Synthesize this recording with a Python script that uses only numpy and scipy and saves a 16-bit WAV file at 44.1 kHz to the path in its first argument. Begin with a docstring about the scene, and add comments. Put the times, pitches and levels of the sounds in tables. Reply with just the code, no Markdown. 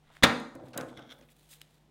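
"""Fingers rustle in a quiet room with mains hum, then a card tray of carrots drops on a wooden kitchen
table close to the microphone. Carrots roll and knock in the tray; scissors are dragged off and opened.
Noise bursts make clatter, ticks and a few low knocks, random impulses make rolling and grit, and decaying
modes make the wood and steel ring. The room answers with a diffuse echo, and the input stage flattens
the loudest peaks."""
import sys
import numpy as np
from scipy import signal
from scipy.fft import rfft, irfft
from scipy.io import wavfile
from scipy.ndimage import uniform_filter1d

SR = 44100
rng = np.random.default_rng(int(sys.argv[2]) if len(sys.argv) > 2 else 0)


def magnitude_from_level(level_db):
    """Linear magnitude for a level in decibels (20 dB per decade)."""
    exponent = np.asarray(level_db, float) / 20
    return 10 ** exponent


def file_out(sig):
    """Save sig as 16-bit WAV at sys.argv[1]."""
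    # one column per channel
    cols = np.atleast_2d(sig).T
    # limit, then scale
    lim = np.clip(cols, -1, 1)
    pcm = np.round(lim * 32767).astype(np.int16)
    wavfile.write(sys.argv[1], SR, pcm)


N = 83790
T = np.arange(N) / SR  # seconds

# Ringing modes of the table and tray. Each row: frequency in Hz, gain in dB, t60 in seconds.
TABLE_MODES = [(128, -3.5, 0.38), (244.6, -6.5, 0.37), (272.3, -0.5, 0.14), (332.1, -3.5, .15),
               (556, -2, 0.043), (679, -14, 0.25), (940, -9.5, 0.1), (1120, -6, 0.069), (1600, -8.5, .05),
               (2140, -10, .04), (3340, -8.5, .04), (3770, -9, .04)]
# Grit under sliding blades and rubbing fingers: mean grains per second, spread of their levels in dB.
GRIT_PER_S, GRIT_SPREAD_DB = 430, 8
LOW_CUT_HZ = 80  # for the thumps and the echo


def unit(x):
    """Scale to rms 1."""
    return x / np.sqrt(np.mean(x ** 2) + 1e-30)


def colour(x, table, tilt_db=0.):
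    """Filter by (Hz, dB) points plus a tilt in dB per octave, keeping the power of white noise."""
    hz, db = np.array(table, float).T
    f = np.maximum(np.arange(N // 2 + 1) * SR / N, 10)
    shape_db = np.interp(np.log(f), np.log(hz), db) + tilt_db * np.log2(f / 4000)
    return irfft(rfft(x) * unit(magnitude_from_level(shape_db)), N)


def band(x, hz, width_hz):
    """One resonance, passed twice, with gain 1 at the centre; the width is that of a single pass."""
    b, a = signal.iirpeak(min(hz, .45 * SR), hz / width_hz, SR)
    return signal.lfilter(b, a, signal.lfilter(b, a, x))


def low_cut(x, hz):
    """Take away the rumble below hz."""
    return signal.sosfilt(signal.butter(2, hz, "high", fs=SR, output="sos"), x)


def fade(t0, t60):
    """Sudden start, exponential fall by 60 dB in t60 seconds."""
    return (T >= t0) * magnitude_from_level(-60 * np.clip(T - t0, 0, 9) / t60)


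def strike(t0, t60):
    """Very short rise, exponential fall."""
    attack_s = .0003
    return np.clip((T - t0) / attack_s, 0, 1) ** 2 * fade(t0, t60)


def curve(rows, axis=1):
    """Gain from one dB column of a table that starts with time; nearly silent outside."""
    t, db = np.array(rows, float).T[[0, axis]]
    times = np.r_[t[0] - .05, t, t[-1] + .05]
    return magnitude_from_level(np.interp(T, times, np.r_[-100, db, -100]))


def wander(size):
    """Slow random drift with rms 1: noise averaged twice over size samples."""
    return unit(uniform_filter1d(uniform_filter1d(rng.standard_normal(N), size), size))


def grains(per_s, spread_db):
    """Random impulses of either sign, a few much larger than the rest, scaled to rms 1."""
    hit = rng.random(N) < per_s / SR
    size_db = spread_db * np.minimum(rng.exponential(size=N), 3)
    return unit(hit * magnitude_from_level(size_db) * np.sign(rng.standard_normal(N)))


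def impulse(t, db):
    """One sample of the given level at t seconds."""
    return magnitude_from_level(db) * (np.arange(N) == int(t * SR))


def push(x, s):
    """A soft contact spreads an impulse in time: two one-pole smoothers of time constant s seconds."""
    p = np.exp(-1 / (s * SR))
    return signal.lfilter([(1 - p) ** 2], np.convolve([1, -p], [1, -p]), x)


def ring(x, modes=TABLE_MODES):
    """Ring the modes of an object as decaying sines, by default table and tray."""
    out = 0
    for hz, db, t60 in modes:
        r = magnitude_from_level(-60 / (t60 * SR))  # decay per sample
        w = 2 * np.pi * hz / SR
        out = out + magnitude_from_level(db) * signal.lfilter([0, np.sin(w)], [1, -2 * r * np.cos(w), r * r], x)
    return out


def background():
    """Mains hum that wavers a little over steady air noise."""
    air_db, hum_waver_db = -69, 1.2
    # Colour of the air noise. 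Each row: frequency in Hz, relative level in dB per Hz.
    air_colour = [(20, -21.5), (40, -5.5), (70, -5), (110, -4), (200, -2.5), (330, -5.5), (900, -11),
                  (1400, -18.5), (3800, -21.5), (5000, -25.5), (10000, -31.5), (16500, -37)]
    # Mains hum. Each row: frequency in Hz, level in dB rms before it wavers.
    hum = [(50, -72.5), (150, -68.5)]
    out = magnitude_from_level(air_db) * colour(rng.standard_normal(N), air_colour)
    for hz, db in hum:
        level = np.sqrt(2) * magnitude_from_level(db + hum_waver_db * wander(size=2500))
        out = out + level * np.sin(2 * np.pi * (hz * T + rng.random()))
    return out


def rustles():
    """Fingers and sleeves rub: flickering noise with fine grit, in swells."""
    grit_db, flicker_db = -8, 2.5  # grit against smooth noise; rms of the flicker
    # Rubs. Each row: start in seconds, length in seconds, level in dB, tilt in dB per octave.
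    rubs = [(0.012, 0.19, -63, -6.5), (0.109, 0.11, -64.5, -2.5), (0.625, 0.11, -68, -1),
            (0.867, 0.053, -61, -4.5), (0.98, 0.46, -78, 8), (1.091, 0.064, -65, -2),
            (1.286, 0.05, -69.5, 2), (1.302, 0.37, -68.5, 1), (1.486, 0.085, -62, 4), (1.504, 0.38, -74, 0)]
    # Colour of the rubbing before tilt. Each row: frequency in Hz, relative level in dB per Hz.
    rub_colour = [(400, -26.5), (900, -8), (1900, -1), (2700, -2.5), (3700, 2), (5300, -9.5), (7200, -6),
                  (9500, -6), (11200, -10), (12800, -7.5), (14300, -14), (15600, -10), (17000, -31)]
    grit = magnitude_from_level(grit_db) * grains(GRIT_PER_S, GRIT_SPREAD_DB)
    rubbing = unit(grit + rng.standard_normal(N)) * magnitude_from_level(flicker_db * wander(size=150))
    out = 0
    for t, length, db, tilt_db in rubs:
        swell = np.sin(np.pi * np.clip((T - t) / length, 0, 1)) ** 1.2
        out = out + magnitude_from_level(db) * swell * colour(rubbing, rub_colour, tilt_db)
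    return out


def ticks_and_knocks():
    """Ticks of scissors, stalks and card, with a few dull low knocks: noisy bursts, each around its own centre."""
    # Each row: time in seconds, level in dB, centre in Hz, width of one filter pass in Hz, t60 in seconds.
    bursts = [(0.102, -55.5, 746, 585, 0.049), (.168, -38.5, 1770, 1800, 0.0048),
              (0.4, -50.5, 7400, 7800, 0.017), (0.55, -49, 277, 200, 0.13),
              (0.5513, -54.5, 8000, 10000, 0.022), (0.597, -52, 807, 867, 0.048),
              (.671, -56, 1520, 990, 0.04), (0.684, -59, 3460, 4000, .015),
              (0.7326, -52.5, 3030, 3930, 0.1), (0.747, -55, 3800, 4840, 0.025),
              (0.7778, -21.5, 8600, 12200, 0.0041), (0.7795, -34.5, 1430, 1520, 0.01),
              (0.8101, -37.5, 3900, 7800, 0.016), (0.9742, -38, 4865, 10000, 0.0026),
              (0.993, -48, 3870, 4870, 0.0093), (1.098, -64, 3300, 2014, 0.016),
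              (1.125, -61, 5000, 9000, 0.014), (0.928, -50.5, 900, 1200, 0.029),
              (1.1903, -57, 2200, 3500, 0.0071), (1.1881, -58, 10000, 4000, 0.0069),
              (1.2106, -56.5, 2180, 4900, 0.024), (1.223, -63.5, 2460, 2460, 0.13),
              (1.287, -62.5, 2750, 1790, 0.05), (1.292, -59, 2170, 817, 0.031),
              (1.311, -66, 2880, 2470, 0.082), (1.531, -52.5, 2560, 2520, 0.035),
              (1.607, -57, 2503, 4050, 0.027), (1.616, -39.5, 2760, 2510, 0.0062)]
    out = 0
    for t, db, hz, width_hz, t60 in bursts:
        noise = unit(band(rng.standard_normal(N), hz, width_hz))
        out = out + magnitude_from_level(db) * strike(t, t60) * noise
    return out


def landing():
    """The tray's touches clatter briefly and set the table ringing; the carrots rattle on."""
    ring_db, push_s = -18, 0.000077  # blow on the table against the clatter; contact time constant
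    rattle_s, rattle_db, rattle_t60_s = .245, -22.5, 0.33  # carrots shaking after the landing
    # Touches of the tray. Each row: time in seconds, level in dB, clatter t60 in seconds,
    # tilt in dB per octave.
    touches = [(.225, -25, .08, -3), (.2316, -19, .05, 1), (.2349, -5, .035, 1), (.2385, -8, .05, -1)]
    # Colour of the clatter before tilt. Each row: frequency in Hz, relative level in dB per Hz.
    clatter_colour = [(40, -15), (110, -1), (250, -0.5), (340, -6.5), (600, -11.5), (1100, -1), (1650, -1),
                      (2150, 0), (2700, -6.5), (3600, 0), (4700, -13.5), (7000, -17), (16000, -29)]
    # Colour of the shaking carrots. Each row: frequency in Hz, relative level in dB per Hz.
    rattle_colour = [(60, -11), (300, 2.5), (1500, 2), (5000, -15.5), (16000, -43.5)]
    blows, clatter = 0, 0
    for t, db, t60, tilt_db in touches:
        noise = colour(rng.standard_normal(N), clatter_colour, tilt_db)
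        clatter = clatter + magnitude_from_level(db) * strike(t, t60) * noise
        blows = blows + impulse(t, db + ring_db)
    rattle = colour(rng.standard_normal(N), rattle_colour)
    rattle = magnitude_from_level(rattle_db) * fade(rattle_s, rattle_t60_s) * rattle
    return clatter + rattle + ring(push(blows, push_s))


def carrots():
    """Dense dull knocks, partly through the table modes, and the scuffing of carrot skins on card."""
    per_s, spread_db, push_s, knock_t60_s = 900, 2.5, .0004, .04
    ring_db, ring_cut_hz = -9, 190  # table ring against the knocks, and its low cut
    # Rolling and knocking. Each row: time in seconds, level of the knocks in dB,
    # level of the brighter scuffing in dB.
    rolling = [(0.53, -67, -86.5), (0.56, -47.5, -57), (0.584, -52, -99), (0.632, -45, -91),
               (0.722, -63, -95), (0.738, -53, -53), (0.774, -39, -54), (0.78, -37.5, -40),
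               (0.88, -53.5, -66), (0.962, -56, -85), (0.994, -49, -52), (1.01, -54, -66),
               (1.084, -63.5, -73.5), (1.116, -58, -69), (1.17, -69, -72), (1.226, -57, -79),
               (1.252, -105, -96)]
    # Colour of the knocks. Each row: frequency in Hz, relative level in dB per Hz.
    knock_colour = [(30, -70), (70, -38), (120, -1.5), (180, -9), (280, -1), (410, -13.5), (510, 0),
                    (600, -6), (700, -7), (1200, -24), (4000, -57)]
    # Colour of the scuffing. Each row: frequency in Hz, relative level in dB per Hz.
    scuff_colour = [(400, -26.5), (800, -8.5), (1050, -2.5), (1500, 6.5), (2000, -7), (3000, -13),
                    (6000, -34)]
    hits = grains(per_s, spread_db)
    # every hit starts a decaying burst of noise
    power = signal.fftconvolve(hits ** 2, fade(0, knock_t60_s)[:SR // 10] ** 2)[:N]
    bursts = np.sqrt(np.abs(power)) * rng.standard_normal(N)
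    rung = low_cut(ring(push(hits, push_s)), ring_cut_hz)
    knocks = unit(unit(colour(bursts, knock_colour)) + magnitude_from_level(ring_db) * unit(rung))
    scuffing = unit(colour(bursts, scuff_colour))
    return curve(rolling) * knocks + curve(rolling, axis=2) * scuffing


def thumps():
    """Dull thumps of hands and carrots: soft pushes into the table modes."""
    # Each row: time in seconds, level of the impulse in dB, time constant of the push in seconds.
    pushes = [(0.559, -51, 0.00028), (0.611, -55, 0.0013), (0.636, -48, 0.0012), (0.744, -58, 0.00035),
              (0.783, -54, 0.0018), (0.798, -47.5, 0.00065), (0.976, -46, 0.00063)]
    blows = sum(push(impulse(t, db), push_s) for t, db, push_s in pushes)
    return low_cut(ring(blows), LOW_CUT_HZ)


def steel():
    """Clinks ring the steel; as blade rubs on blade the moving contact stirs now one mode, now another."""
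    contact_db = 4  # rms of the wander in drive to each mode
    # Modes of the scissor steel. Each row: frequency in Hz, gain in dB, t60 in seconds.
    steel_modes = [(3900, -6.5, 0.049), (5032, -7, 0.015), (6700, -5, .015), (7370, -10, 0.023),
                   (8330, 3.5, 0.01), (9600, -4, 0.01), (10100, -6, .015), (10900, -4.5, 0.014),
                   (12500, -1.5, .015), (14300, -9.5, .012), (15300, -11, .012)]
    # The blades clink. Each row: time in seconds, level of the impulse in dB.
    clinks = [(0.7763, -31.5), (.8095, -63), (1.6152, -48.5)]
    # Blade slides on blade as the scissors open. Each row: time in seconds, level in dB.
    opening = [(1.495, -70), (1.51, -58), (1.519, -52), (1.527, -59), (1.555, -70)]
    blows = sum(impulse(t, db) for t, db in clinks)
    rub = rng.standard_normal(N)
    shimmer = sum(ring(magnitude_from_level(contact_db * wander(size=300)) * rub, [mode]) for mode in steel_modes)
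    return ring(blows, steel_modes) + curve(opening) * unit(shimmer)


def scissors():
    """Scissors slide on wood: gritty friction through the blade resonances."""
    # Sliding. Each row: time in seconds, level in dB.
    sliding = [(0.88, -71), (0.966, -72), (0.974, -49), (1.002, -61.5), (1.082, -65.5), (1.106, -56),
               (1.126, -52), (1.14, -70.5), (1.25, -77)]
    # Blade resonances. Each row: centre in Hz, width of one filter pass in Hz, relative level in dB.
    blades = [(1490, 750, -3.5), (2060, 190, -5), (3380, 620, 1.5), (5600, 910, -9.5), (10000, 5400, -19)]
    grit = grains(GRIT_PER_S, GRIT_SPREAD_DB) + rng.standard_normal(N)
    friction = sum(magnitude_from_level(db) * unit(band(grit, hz, width_hz)) for hz, width_hz, db in blades)
    return curve(sliding) * unit(friction)


def room(x):
    """Diffuse echo from decaying noise; bands a third of an octave apart die at their own rates."""
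    echo_db, delay_s, tilt_db = -16, 0.0088, -2.5  # tilt per octave
    # Decay of the room. Each row: frequency in Hz, t60 in seconds.
    decay = [(60, 0.11), (200, 0.61), (500, 0.6), (1200, 0.63), (2500, .38), (5000, 0.52), (9000, 0.63),
             (15000, .16)]
    hz, t60 = np.array(decay).T
    response = 0
    for f in 50 * 2 ** np.arange(0, 8.5, 1 / 3):
        noise = band(rng.standard_normal(N), f, f / 2)
        tail = fade(delay_s, np.interp(np.log(f), np.log(hz), t60))
        response = response + noise * magnitude_from_level(tilt_db * np.log2(f / 1000)) * tail
    response = response / np.sqrt(np.sum(response ** 2))
    return magnitude_from_level(echo_db) * signal.fftconvolve(x, response)[:N]


def scene():
    """Everything on the table close to the microphone, its echo, and the background."""
    near = rustles() + ticks_and_knocks() + landing() + carrots() + thumps() + steel() + scissors()
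    echo = low_cut(room(near), LOW_CUT_HZ)
    return (near + echo + background())[None]


def low_pass(x):
    """Removes everything above the highest recorded frequency."""
    return signal.sosfilt(signal.butter(12, 16850, fs=SR, output="sos"), x)


def record(dry):
    """The input stage flattens the loudest peaks and cuts the top."""
    ceiling, top_hz = .49, 16300
    flattened = dry / (1 + np.abs(dry / ceiling) ** 4) ** 0.22
    mix = signal.sosfilt(signal.ellip(8, .2, 70, top_hz, fs=SR, output="sos"), flattened)
    return low_pass(mix)


dry = scene()
out = record(dry)
file_out(out)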